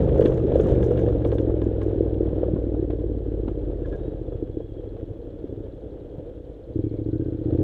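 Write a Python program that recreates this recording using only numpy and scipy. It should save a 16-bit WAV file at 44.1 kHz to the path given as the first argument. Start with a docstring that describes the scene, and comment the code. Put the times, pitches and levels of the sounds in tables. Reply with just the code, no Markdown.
"""A twin-cylinder motorcycle coasts over stony ground, slows to near idle, then opens up and pulls away.
Uneven pairs of firings click into resonant exhaust filters over a harmonic pumping series; noise bursts
sputter, gulp and clatter with the cycle. Random grains make tyre rumble, gravel crunch and pebble clicks.
Timed bursts and short rings make jolts, flung stones, chips and pops; resonated noise makes thin whines
and two brief stone rings. The mix is cut above 15.2 kHz."""
import sys
import numpy as np
from scipy import signal
from scipy.fft import rfft, irfft
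from scipy.io import wavfile
from scipy.ndimage import uniform_filter1d

SR = 44100
rng = np.random.default_rng(int(sys.argv[2]) if len(sys.argv) > 2 else 0)


def materialize(psi):
    """Save the field psi as 16-bit PCM at rate SR to the path in sys.argv[1].

    A 1-D psi becomes a single channel; in a 2-D psi each row is a channel.
    """
    bounded = np.clip(np.atleast_2d(psi).T, -1, 1)
    quanta = np.round(bounded * 32767).astype(np.int16)
    wavfile.write(sys.argv[1], SR, quanta)


N = 336483
TIME = np.arange(N) / SR
FIRING_GAP = 3 / 8  # cycles; second cylinder fires 270 crank degrees after the first
OPEN_S = 6.748  # throttle snaps open
CRUISE_RATE_HZ = 20  # reference engine cycle rate
WHINE_WOBBLE_HZ, WHINE_THROB_DB = 25, 4


def amp(db):
    """Decibels to gain."""
    return 10 ** (np.asarray(db) / 20)


def unit(x):
    """Scale to rms 1."""
    return x / np.sqrt(np.mean(x ** 2) + 1e-20)


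def curves(rows):
    """Table columns after the first, interpolated linearly in time."""
    s, *columns = np.transpose(rows)
    return [np.interp(TIME, s, column) for column in columns]


def add(mix, s, sound):
    """Mix a sound in at time s."""
    part = mix[max(round(s * SR), 0):][:len(sound)]
    part += sound[:len(part)]


def colour(x, points, size=8192):
    """Causal minimum-phase filter with the given spectrum, unit energy: white noise keeps its level."""
    hz, db = np.transpose(points)
    bin_hz = abs(np.fft.fftfreq(size, 1 / SR))
    log_gain = np.log(amp(np.interp(np.log(bin_hz + 1), np.log(hz), db)))
    spectrum = np.exp(np.conj(signal.hilbert(log_gain)))
    ring = np.fft.ifft(spectrum).real[:size // 2]
    return signal.oaconvolve(x, ring / np.linalg.norm(ring))[:N]


def wander(bandwidth_hz):
    """Slow random drift of rms 1: Gaussian low-passed noise."""
    spectrum = rfft(rng.standard_normal(N))
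    rolloff = np.exp(-(np.fft.rfftfreq(N, 1 / SR) / bandwidth_hz) ** 2)
    return unit(irfft(spectrum * rolloff, N))


def resonate(x, hz, width_hz):
    """Double-pole resonance at a fixed or moving frequency, rms 1: shift to 0 Hz, filter, shift back."""
    turn = np.exp(2j * np.pi * np.cumsum(hz * np.ones(N)) / SR)
    r = np.exp(-np.pi * width_hz / SR)
    baseband = signal.lfilter([1], [1, -2 * r, r * r], x / turn + 1e-18)
    return unit((turn * baseband).real)


def puffs(clicks, decay_s):
    """Turn each click into a noise puff of equal energy, its power decaying over decay_s."""
    r = np.exp(-1 / (decay_s * SR))
    power = signal.lfilter([1 - r], [1, -r], clicks ** 2)
    return np.sqrt(power) * rng.standard_normal(N)


def grains(per_s, spread_db):
    """Random clicks of rms 1, most small and a few large."""
    size = amp(spread_db * np.minimum(rng.exponential(1, N), 4))
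    sign = rng.choice([-1, 1], N)
    return unit(size * sign * (rng.random(N) < per_s / SR))


def thud(swell_s):
    """Time and envelope of a dull blow that peaks after swell_s."""
    t = np.arange(SR // 15) / SR
    return t, (t / swell_s) ** 2 * np.exp(2 - 2 * t / swell_s)


# engine speed: t/s, four-stroke cycle rate/Hz
ENGINE_SPEED = [(0.0, 25.61), (0.81, 24.19), (1.06, 22.42), (1.61, 20.74), (2.86, 18.99), (3.69, 16.39),
                (3.88, 15.59), (4.54, 13.63), (5.47, 11.65), (5.62, 13.24), (5.84, 10.27), (6.26, 11.64),
                (6.7, 9.44), (6.85, 13.76), (6.98, 13.17), (7.28, 16.23), (7.45, 14.13), (7.63, 17.19)]


def cycles(lead_s=0):
    """Engine cycles completed: integrated speed, looking lead_s ahead."""
    speed_hz, = curves(ENGINE_SPEED)
    return np.cumsum(speed_hz) / SR + lead_s * speed_hz


def strokes(angle, uneven_db, late_s=0):
    """One click per cycle near the given share of the cycle, 3 ms early; mean power 1 before unevenness."""
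    whole = np.maximum.accumulate(np.floor(cycles(lead_s=.003 - late_s) - angle))
    at = np.diff(whole, append=whole[-1]) > 0
    speed_hz, = curves(ENGINE_SPEED)
    return at * np.sqrt(SR / speed_hz) * amp(uneven_db * rng.standard_normal(N))


# pipe resonances sink to this share of their pitch as the gas cools at idle
COOL_PITCH, COOL_RATE_HZ, WARM_RATE_HZ = .92, 12.3, 13.6


def pipe(x, points):
    """Coasting pipe: crossfades to lower resonances at low speed as the gas cools."""
    warm = np.interp(curves(ENGINE_SPEED)[0], [COOL_RATE_HZ, WARM_RATE_HZ], [0, 1])
    cool_points = [(hz * COOL_PITCH, db) for hz, db in points]
    return colour(warm * x, points) + colour((1 - warm) * x, cool_points)


# throttle drive while pulling, before the layer offsets: t/s, level/dB
THROTTLE_DRIVE = [(6.76, -29.5), (6.85, -28), (6.93, -35), (7.14, -28), (7.41, -33), (7.47, -28),
                  (7.6, -23.5)]
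# coasting levels at CRUISE_RATE_HZ, before the trims in exhaust(), and their growth with speed
PUMP_DB, BOOM_DB, BARK_DB = -29.5, -29.5, -28.5
PUMP_DB_PER_OCTAVE, BOOM_DB_PER_OCTAVE, BARK_DB_PER_OCTAVE = 4, 13.5, 17
BARK_TOP_OCTAVES = 0.048  # bark stops growing this far above CRUISE_RATE_HZ
# extra loss per octave below IDLE_RATE_HZ
IDLE_RATE_HZ, IDLE_PUMP_DB, IDLE_BOOM_DB, IDLE_BARK_DB = 16.7, 28.5, 7, 4
PICKUP_DB, FULL_PICKUP_HZ_PER_S = 13, 20.4  # firings harden as the engine speeds up
SETTLE_S = 0.008  # averaging window of the levels


def exhaust_levels(pulling_pump_db, pulling_boom_db, pulling_bark_db):
    """Pump, boom and bark levels: set by engine speed when coasting, by throttle when pulling."""
    speed_hz, = curves(ENGINE_SPEED)
    throttle_db, = curves(THROTTLE_DRIVE)
    octaves = np.log2(speed_hz / CRUISE_RATE_HZ)
    bark_octaves = np.minimum(octaves, BARK_TOP_OCTAVES)
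    idling = np.maximum(np.log2(IDLE_RATE_HZ / speed_hz), 0)
    acceleration = np.gradient(speed_hz) * SR
    pickup_db = PICKUP_DB * np.clip(acceleration / FULL_PICKUP_HZ_PER_S, 0, 1)
    coasting = [PUMP_DB + PUMP_DB_PER_OCTAVE * octaves - IDLE_PUMP_DB * idling,
                BOOM_DB + BOOM_DB_PER_OCTAVE * octaves - IDLE_BOOM_DB * idling + pickup_db,
                BARK_DB + BARK_DB_PER_OCTAVE * bark_octaves - IDLE_BARK_DB * idling + pickup_db]
    pulling = [throttle_db + pulling_pump_db,
               throttle_db + pulling_boom_db,
               throttle_db + pulling_bark_db]
    return uniform_filter1d(np.where(TIME > OPEN_S, pulling, coasting), round(SETTLE_S * SR))


# coasting firings made louder or softer: t/s, level change/dB
FIRING_CHANGES = [(3.758, 2.5), (3.95, -1), (4.02, -2), (4.08, 8.5), (4.21, 1), (4.29, 4), (4.425, 13),
                  (4.57, 9.5), (5.028, 5), (5.447, 11.5)]
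# pumping of two pistons 270 degrees apart: multiple of the cycle rate, relative level/dB
PUMP_ORDERS = [(2, -7.5), (3, 2.5), (4, -25.5), (5, -9.5), (6, -24.5)]
# silencer response: f/Hz, relative level/dB
SILENCER_BOOM = [(30, -32), (65, -0.5), (105, 13.5), (130, 7), (170, -2.5), (230, 1.5), (400, -84.5)]
# pipe response, coasting: f/Hz, relative level/dB
COASTING_BARK = [(120, -48.5), (225, -2.5), (265, -9.5), (300, 5.5), (350, 3), (400, -2), (470, -2),
                 (520, -12), (600, -24), (750, -33), (1000, -46), (2000, -93)]
# pipe response, throttle open: f/Hz, relative level/dB
PULLING_BARK = [(120, -47), (215, -0.5), (270, 0), (300, 7.5), (320, 8), (345, 6), (365, -5.5), (400, 0),
                (450, -9.5), (500, -8), (600, -33.5), (1000, -63.5), (2000, -94.5)]
JITTER_S = .00025  # rms firing jitter, coasting
# pumping orders swell as they glide through the silencer's resonance
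HUM_HZ, HUM_WIDTH_HZ, HUM_DB = 114.2, 15, 10


def exhaust(first_db, pulling_first_db):
    """Paired gas pulses drive silencer and pipe; coasting, the first of a pair is weak and ragged."""
    pulling = TIME > OPEN_S
    pump_db, boom_db, bark_db = exhaust_levels(
        pulling_pump_db=-13.0, pulling_boom_db=3.5, pulling_bark_db=1.56)
    firing_gain = amp(sum(db * (abs(TIME - s) < .012) for s, db in FIRING_CHANGES))
    uneven_db = np.where(pulling, .5, 1)
    late_s = JITTER_S * wander(20) * ~pulling
    first_gain = amp(np.where(pulling, pulling_first_db, first_db))
    first = strokes(.5 - FIRING_GAP, uneven_db, late_s) * first_gain
    second = strokes(.5, uneven_db, late_s)
    ragged = puffs(.45 * first, .006) + puffs(.2 * second, .006)
    shut = ~pulling * (firing_gain * (.65 * first + second) + np.sqrt(firing_gain) * ragged)
    firm = first + second + .12 * ragged
    # pistons displace gas regularly, however well the charge burns
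    turns = 2 * np.pi * (cycles(lead_s=-0.0018) - .5)
    speed_hz, = curves(ENGINE_SPEED)
    pumping = np.zeros(N)
    for order, db in PUMP_ORDERS:
        hum_db = HUM_DB * np.exp(-((order * speed_hz - HUM_HZ) / HUM_WIDTH_HZ) ** 2)
        pumping += amp(db + hum_db) * np.cos(round(order) * turns)
    # tailpipe radiates the slowest swings poorly
    tailpipe = signal.butter(2, [24, 220], "band", fs=SR, output="sos")
    pump = signal.sosfilt(tailpipe, amp(pump_db) * pumping)
    # silencer swells 3.4 ms ahead of the bark
    boom = amp(boom_db - 6.5) * colour(np.roll(firm, -round(0.0034 * SR)), SILENCER_BOOM)
    barking = pipe(shut, COASTING_BARK) + colour(pulling * firm, PULLING_BARK)
    bark = amp(bark_db - 3.5) * barking
    return pump - boom - bark


# indrawn air: f/Hz, relative level/dB
INTAKE_SPECTRUM = [(25, -23), (55, 11.5), (72, 0), (95, -11), (122, -2.5), (180, -28.5), (280, -1.5),
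                   (330, 0), (450, -14), (800, -66.5)]


def intake(db):
    """Two soft gulps of air per cycle, one per cylinder, between the firings."""
    gulps = strokes(.28, 1) + strokes(.28 - FIRING_GAP, 1)
    return amp(db) * colour(gulps, INTAKE_SPECTRUM)


# sputtering gas, coasting: f/Hz, relative level/dB
BURBLE_SPECTRUM = [(150, -34.5), (250, -5.5), (305, 1), (350, 3), (420, -5.5), (490, -2), (580, -17.5),
                   (750, -31), (1100, -49), (2000, -88)]


def burble(db, db_per_octave, first_angle, second_angle, second_db, share):
    """Throttle shut, gas sputters as each exhaust valve opens: Gaussian gates, sigma = share of a cycle."""
    speed_hz, = curves(ENGINE_SPEED)
    turns = cycles()
    gates = []
    for angle in (first_angle, second_angle):
        offset = (turns - angle + .5) % 1 - .5
        gates.append(np.exp(-.5 * (offset / share) ** 2))
    octaves = np.minimum(np.log2(speed_hz / CRUISE_RATE_HZ), 0)
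    level = amp(db + db_per_octave * octaves) * (TIME < OPEN_S)
    gas = pipe(rng.standard_normal(N), BURBLE_SPECTRUM)
    return level * (gates[0] + amp(second_db) * gates[1]) * gas


# peak of the second cylinder's thump: t/s, level/dB
CHUG_LEVEL = [(3.6, -46), (3.82, -34), (3.95, -31), (4.35, -26), (4.6, -36), (4.9, -40), (5.1, -25.5),
              (5.2, -51), (5.6, -50)]


def chug(hz, width_s):
    """The second cylinder's burn as a round, deep thump: a Gaussian-windowed cosine each cycle."""
    level_db, = curves(CHUG_LEVEL)
    age_s = (cycles() % 1 - .5) / curves(ENGINE_SPEED)[0]
    return amp(level_db) * np.exp(-.5 * (age_s / width_s) ** 2) * np.cos(2 * np.pi * hz * age_s)


# valve tick position: t/s, share of the cycle
TICK_PHASE = [(4.9, -.28), (5.6, -.02), (6.5, 0), (6.8, -.14)]
# gear and chain clatter: f/Hz, relative level/dB
CLATTER_SPECTRUM = [(500, 1.5), (900, 4.5), (1250, -2.5), (1550, -3.5), (2050, -7), (2600, -8.5),
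                    (3350, -0.5), (3900, -12), (4600, -17), (7000, -18), (10000, -24.5), (15000, -27)]
TICK_HZ, TICK_WIDTH_HZ, TICK_WAVER_HZ = 3950, 750, 60  # waver is rms


def valves(tick_db, hiss_db, throb_db, load_db):
    """Valve gear ticks, one cylinder louder, amid rattle; gears and chain clatter, harder under load."""
    angle, = curves(TICK_PHASE)
    pulling = TIME > OPEN_S
    taps = strokes(angle, .6) + .25 * strokes(angle - FIRING_GAP, 1) + .15 * grains(200, 1)
    tick_hz = TICK_HZ + TICK_WAVER_HZ * wander(8)
    # ticks take half the load gain
    tick_gain = amp(tick_db + load_db / 2 * pulling)
    tick = tick_gain * resonate(puffs(taps, 0.0048), tick_hz, TICK_WIDTH_HZ)
    beats = strokes(.5 - FIRING_GAP, 0.94) + strokes(0.26, 0.98)
    throb = unit(puffs(beats, 0.012)) * amp(throb_db + load_db * pulling)
    hiss = amp(hiss_db) * rng.standard_normal(N)
    return tick + colour(hiss + throb, CLATTER_SPECTRUM)


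# gravel shift under the tyres: t/s, level/dB (used relative to its mean or maximum)
GRAVEL_SHIFT = [(0.06, -48.5), (0.25, -50), (0.45, -53), (0.62, -48.5), (0.95, -52), (1.43, -57),
                (2.11, -59), (2.5, -59), (2.75, -63), (3.21, -65), (3.93, -62.5), (4.54, -68), (5.94, -68),
                (6.67, -70), (7.3, -67.5), (7.6, -60)]
# rolling tyres: f/Hz, relative level/dB
TYRE_SPECTRUM = [(20, -19), (50, 6.5), (115, -0.5), (170, -11.5), (220, -11), (300, -4.5), (400, 1),
                 (490, 4), (570, -4.5), (700, -14.5), (900, -25.5), (1300, -52), (3000, -81.5)]
# crunching gravel: f/Hz, relative level/dB
CRUNCH_SPECTRUM = [(400, -13.5), (800, 3.5), (1150, 3), (1650, 2.5), (2050, -5), (2500, -7), (3350, -4.5),
                   (3900, -11), (4700, -23), (7000, -41.5), (12000, -51.5), (16000, -59)]
# fine grit: f/Hz, relative level/dB
GRIT_SPECTRUM = [(2500, -26.5), (4500, 1), (6000, 6), (6950, 6), (7700, -6), (8700, 1.5), (9700, -7.5),
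                 (11800, -9), (12900, -15.5), (15000, -21)]
SPRAY_S = 0.018  # grit spray peaks this long after a flung stone


def tyres(rumble_db, rumble_growth, crunch_db, crunch_growth, grit_db, grit_growth, spray_db, clump_db):
    """Stones thump tyres, grind and spray grit, in uneven clumps; each grows at its own rate with shift."""
    shift_db, = curves(GRAVEL_SHIFT)
    shifting_db = shift_db - shift_db.mean()
    clumps_db = clump_db * wander(20)
    rolling_gain = amp(rumble_db + rumble_growth * shifting_db + clumps_db)
    rolling = colour(grains(1100, 2.1), TYRE_SPECTRUM) * rolling_gain
    contacts = .75 * grains(1000, 4) + .65 * rng.standard_normal(N)
    grinding_gain = amp(crunch_db + crunch_growth * shifting_db + clumps_db)
    grinding = colour(contacts, CRUNCH_SPECTRUM) * grinding_gain
    # steady grit plus a burst after each flung stone
    flying = amp(grit_db + grit_growth * shifting_db)
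    age = np.arange(SR // 5) / SR / SPRAY_S
    for s, _, _, thrown_db in FLUNG_STONES:
        add(flying, s, amp(thrown_db + spray_db) * age * np.exp(1 - age))
    spray = colour(puffs(grains(700, 4), 0.0014), GRIT_SPECTRUM) * flying * amp(clumps_db)
    return rolling + grinding + spray


# frame on the roughest ground: f/Hz, relative level/dB
DRUMMING_SPECTRUM = [(20, -6.5), (70, -8), (150, -0.5), (200, -1.5), (260, -17.5), (400, -35.5), (800, -78)]


def drumming(db, growth):
    """Suspension hammers the frame on coarse stones: random clicks, falling with the gravel shift."""
    shift_db, = curves(GRAVEL_SHIFT)
    hammering = colour(grains(300, 0.83), DRUMMING_SPECTRUM)
    return hammering * amp(db + growth * (shift_db - shift_db.max()))


def pebbles(db, growth, per_s, ring_db):
    """Pebbles snap together: random dry clicks, each with a short ring at one of eight pitches."""
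    shift_db, = curves(GRAVEL_SHIFT)
    t = np.arange(SR // 50) / SR
    out = np.zeros(N)
    for hz in np.geomspace(1200, 3700, 8):
        hits = (rng.random(N) < per_s / 8 / SR) * amp(3 * rng.standard_normal(N))
        ring = np.exp(-t / .003) * np.sin(2 * np.pi * hz * t)
        snap = np.exp(-t / .001) * rng.standard_normal(len(t))
        out += signal.oaconvolve(hits, snap + amp(ring_db) * ring)[:N]
    return colour(out, CRUNCH_SPECTRUM) * amp(db + growth * (shift_db - shift_db.max()))


# chassis jolts: t/s, knock level/dB before gain, ring f/Hz, scuff level/dB before filtering
CHASSIS_BUMPS = [(0.075, -28, 560, -43), (0.153, -9, 343, -35), (0.215, -8, 475, -31),
                 (0.255, -5, 330, -39), (0.293, -12.5, 423, -37), (0.316, -19, 512, -33.5),
                 (0.446, -9.5, 348, -51), (0.517, -15, 528, -39), (0.597, -9.5, 453, -35),
                 (0.655, -11.5, 142, -34.5), (0.803, -16.5, 505, -39.5), (0.908, -9.5, 424, -34.5),
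                 (1.077, -14.5, 510, -42.5), (1.25, -15, 500, -37), (1.324, -10, 453, -36.5),
                 (1.352, -15, 480, -47), (1.496, -25, 550, -41), (2.064, -27, 545, -46.5),
                 (2.128, -33, 547, -50), (2.276, -25, 580, -57), (2.327, -17.5, 130, -45),
                 (2.431, -9, 484, -37.5), (2.484, -18.5, 530, -51), (2.536, -11.5, 152, -53),
                 (2.559, -17, 282, -41.5), (2.744, -31, 615, -46.5), (2.9, -29, 656, -51),
                 (3.478, -14.5, 292, -38), (3.583, -30, 550, -53.5), (3.73, -25, 494, -58),
                 (4.321, -23.5, 428, -46.5), (4.602, -22.5, 472, -49), (4.965, -36.5, 660, -53),
                 (6.181, -23, 118, -51)]
# tyre scuffing over a rock: f/Hz, relative level/dB
SCUFF_SPECTRUM = [(300, -6), (700, 0), (1000, -7), (1600, -20), (3000, -40), (6000, -70)]


def bumps(db, swell_s, scuff_swell_s):
    """A rock jolts the suspension: a dull knock of a few cycles, plus the tyre's noise scuff."""
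    t, shape = thud(swell_s)
    _, rub = thud(scuff_swell_s)
    knocks, scuffs = np.zeros((2, N))
    for s, peak_db, hz, scuff_db in CHASSIS_BUMPS:
        add(knocks, s, amp(peak_db + db) * shape * np.sin(2 * np.pi * hz * t))
        add(scuffs, s, amp(scuff_db) * rub * rng.standard_normal(len(t)))
    return knocks + colour(scuffs, SCUFF_SPECTRUM)


# stones flung at the bike: t/s, level/dB before gain, upper-ring offset/dB, grit level/dB before gain
FLUNG_STONES = [(0.0898, -48, -5, -85), (0.209, -43, -6.5, -67), (0.223, -48, -4, -73),
                (0.251, -47, 16, -76), (0.257, -35.5, -3, -81), (0.3188, -52, 17, -72.5),
                (0.374, -48.5, -9, -69.5), (0.519, -49.5, -9, -83), (0.5536, -52, 10, -79),
                (0.596, -43.5, -3, -72), (0.643, -51, -3, -77.5), (0.6666, -52, -6, -81),
                (0.826, -44, -11, -64), (0.905, -54, -10, -73), (0.973, -45.5, -5, -77.5),
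                (0.991, -48, -16, -83), (1.084, -51.5, -10, -79), (1.247, -43.5, -6, -73),
                (1.3167, -45, -13, -69), (1.383, -44, 4, -78), (1.616, -48, -32, -77),
                (1.815, -45.5, -18, -74), (1.912, -55.5, -30.5, -90), (2.141, -58, 20, -97),
                (2.9032, -51, -5, -99), (2.993, -62.5, -15.5, -99), (3.4798, -49.5, 1, -81),
                (3.856, -54.5, -10, -75), (3.927, -54, -25, -78), (4.319, -63.5, -14, -92),
                (4.6034, -75, -30, -100), (4.966, -62, -18, -91)]
# struck metal's modes: nominal f/Hz, relative level/dB, t60/s
METAL_MODES = [(1048, -1.5, 0.087), (1360, -7.5, 0.012), (1650, -5.5, 0.086), (1920, -13.5, 0.0073),
               (2280, -14, 0.08), (2814, -8.5, 0.028), (3300, -6.5, 0.025), (3540, -4.5, 0.017)]


def stones(db, upper_db, treble_db, crack_db):
    """Stones crack against metal, ring its modes differently at each spot, and shed dust."""
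    t = np.arange(SR // 10) / SR
    hz, mode_db, t60_s = np.transpose(METAL_MODES)[:, :, None]
    swell = 1 - np.exp(-t / .002)
    scuff = swell * (np.exp(-t / .003) + .1 * np.exp(-t / .02))
    rings, cracks, dust = np.zeros((3, N))
    for s, peak_db, ring_db, thrown_db in FLUNG_STONES:
        # impact spot sets each mode's sign and detune (2 % rms)
        spot = rng.standard_normal((2, len(METAL_MODES), 1))
        level_db = mode_db + (hz > 2500) * (ring_db + upper_db) - 60 * t / t60_s
        mode_hz = hz * (1 + .02 * spot[1])
        modes = amp(level_db) * np.sign(spot[0]) * np.sin(2 * np.pi * mode_hz * t)
        ring = swell * modes.sum(0)
        burst = rng.standard_normal(len(t)) * scuff
        add(rings, s, amp(peak_db + db) * ring / abs(ring).max())
        add(cracks, s, amp(peak_db + crack_db) * burst)
        add(dust, s, amp(thrown_db + treble_db) * burst)
    return rings + colour(cracks, CRUNCH_SPECTRUM) + colour(dust, GRIT_SPECTRUM)


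# small chips on the bodywork: t/s, level/dB before gain
CHIP_HITS = [(0.177, -63), (0.206, -61.5), (0.256, -67), (0.343, -64), (0.5572, -63.5), (0.5851, -64),
             (0.6101, -58.5), (0.634, -63), (0.6674, -62.5), (0.8181, -65), (0.8385, -65), (0.863, -63),
             (0.912, -65.5), (0.992, -64), (1.2735, -66), (1.3479, -64), (1.6397, -66), (1.831, -65)]


def chips(db, ring_db, decay_s):
    """Each chip: a short bright noise snap with a ring at its own random pitch."""
    t = np.arange(SR // 25) / SR
    shape = (1 - np.exp(-t / .0006)) * np.exp(-t / decay_s)
    snaps, rings = np.zeros((2, N))
    for s, peak_db in CHIP_HITS:
        hz = rng.uniform(6500, 9000)
        add(snaps, s, amp(peak_db + db) * shape * rng.standard_normal(len(t)))
        add(rings, s, amp(peak_db + ring_db) * shape * np.sin(2 * np.pi * hz * t))
    return colour(snaps, GRIT_SPECTRUM) + rings


# unburnt fuel popping while coasting: t/s, level/dB before low-pass, ring f/Hz
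FUEL_POPS = [(0.194, -5, 458), (0.555, -5.5, 507), (1.663, -15.5, 325), (2.006, -8, 388), (2.205, -12, 346)]


def pops(swell_s):
    """Each fuel pop rings the pipe for a few cycles, low-passed at 750 Hz."""
    t, shape = thud(swell_s)
    out = np.zeros(N)
    for s, peak_db, hz in FUEL_POPS:
        add(out, s, amp(peak_db) * shape * np.sin(2 * np.pi * hz * t))
    return signal.sosfilt(signal.butter(4, 750, fs=SR, output="sos"), out)


# arching whine of the running gear: t/s, centre f/Hz, mean level/dB
SINGING_PATH = [(3.75, 3400, -100), (3.92, 3525, -78), (4.09, 3865, -78), (4.2, 3620, -81),
                (4.36, 3327, -79), (4.55, 3340, -75.5), (4.74, 3284, -71), (5.03, 3330, -83),
                (5.6, 3380, -85), (6.1, 3290, -88)]


def singing(width_hz):
    """One unbroken whine of resonated noise that flutters, and throbs as the engine shakes the bike."""
    hz, db = curves(SINGING_PATH)
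    throb_db = WHINE_THROB_DB / 2 * np.sin(2 * np.pi * cycles())
    flutter_db = 1.8 * wander(40) + throb_db
    wobbling_hz = hz + WHINE_WOBBLE_HZ * wander(20)
    return amp(db + flutter_db) * resonate(rng.standard_normal(N), wobbling_hz, width_hz)


# thin whines, and two brief 1.67 kHz rings of flung stones:
# start t/s, length/s, level/dB before throb, start f/Hz, glide/(Hz/s), width/Hz
WHINES_AND_RINGS = [(3.772, 0.49, -73, 1600, 406, 345), (3.836, 0.035, -56, 1670, -3, 109),
                    (3.904, 0.066, -54.5, 1670, 5, 90), (6.718, 0.43, -76.5, 2280, -69.5, 260),
                    (7.005, 0.45, -70.5, 1520, 37, 249)]
WHINE_FLUTTER_DB = 1.5  # rms


def whines_and_rings():
    """Thin whines and brief stone rings: resonated noise swells, glides, fades, throbs at the cycle rate."""
    out = np.zeros(N)
    wobble_hz = WHINE_WOBBLE_HZ * wander(9.1)
    for s, length_s, db, hz, glide, width_hz in WHINES_AND_RINGS:
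        age_s = np.clip(TIME - s, 0, length_s)
        swell = np.sin(np.pi * age_s / length_s) ** 2
        ring = resonate(rng.standard_normal(N), hz + glide * age_s + wobble_hz, width_hz)
        out += amp(db) * swell * ring
    throb_db = WHINE_THROB_DB * np.sin(2 * np.pi * cycles())
    return out * amp(WHINE_FLUTTER_DB * wander(25) + throb_db)


def scene():
    """Sum engine, whines and ground into one channel."""
    engine = exhaust(first_db=1, pulling_first_db=1) + intake(db=-49)
    engine += burble(db=-23.0, db_per_octave=30.5, first_angle=0.074, second_angle=0.467,
                     second_db=-2.0, share=.055)
    engine += chug(hz=97, width_s=0.0053) + pops(swell_s=0.0028)
    machine = valves(tick_db=-83.5, hiss_db=-69.0, throb_db=-85, load_db=8)
    machine += singing(width_hz=90)
    ground = tyres(rumble_db=-34.5, rumble_growth=0.97, crunch_db=-64.0, crunch_growth=0.86,
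                   grit_db=-100, grit_growth=1.9, spray_db=-4.0, clump_db=1.3)
    ground += drumming(db=-28.0, growth=1.21)
    ground += pebbles(db=-51.5, growth=1.1, per_s=70, ring_db=-4.5)
    hits = bumps(db=-1.5, swell_s=0.003, scuff_swell_s=0.0055)
    hits += stones(db=3.5, upper_db=10.5, treble_db=0, crack_db=10.5)
    hits += chips(db=2.5, ring_db=2.5, decay_s=0.0055)
    return (engine + machine + ground + hits + whines_and_rings())[None]


EDGE_HZ = 15200


def record(dry):
    """Upper band limit: linear-phase low-pass."""
    lowpass = signal.firwin(511, EDGE_HZ, window=("kaiser", 9), fs=SR)
    return signal.oaconvolve(dry, lowpass[None], "same")


dry = scene()
out = record(dry)
materialize(out)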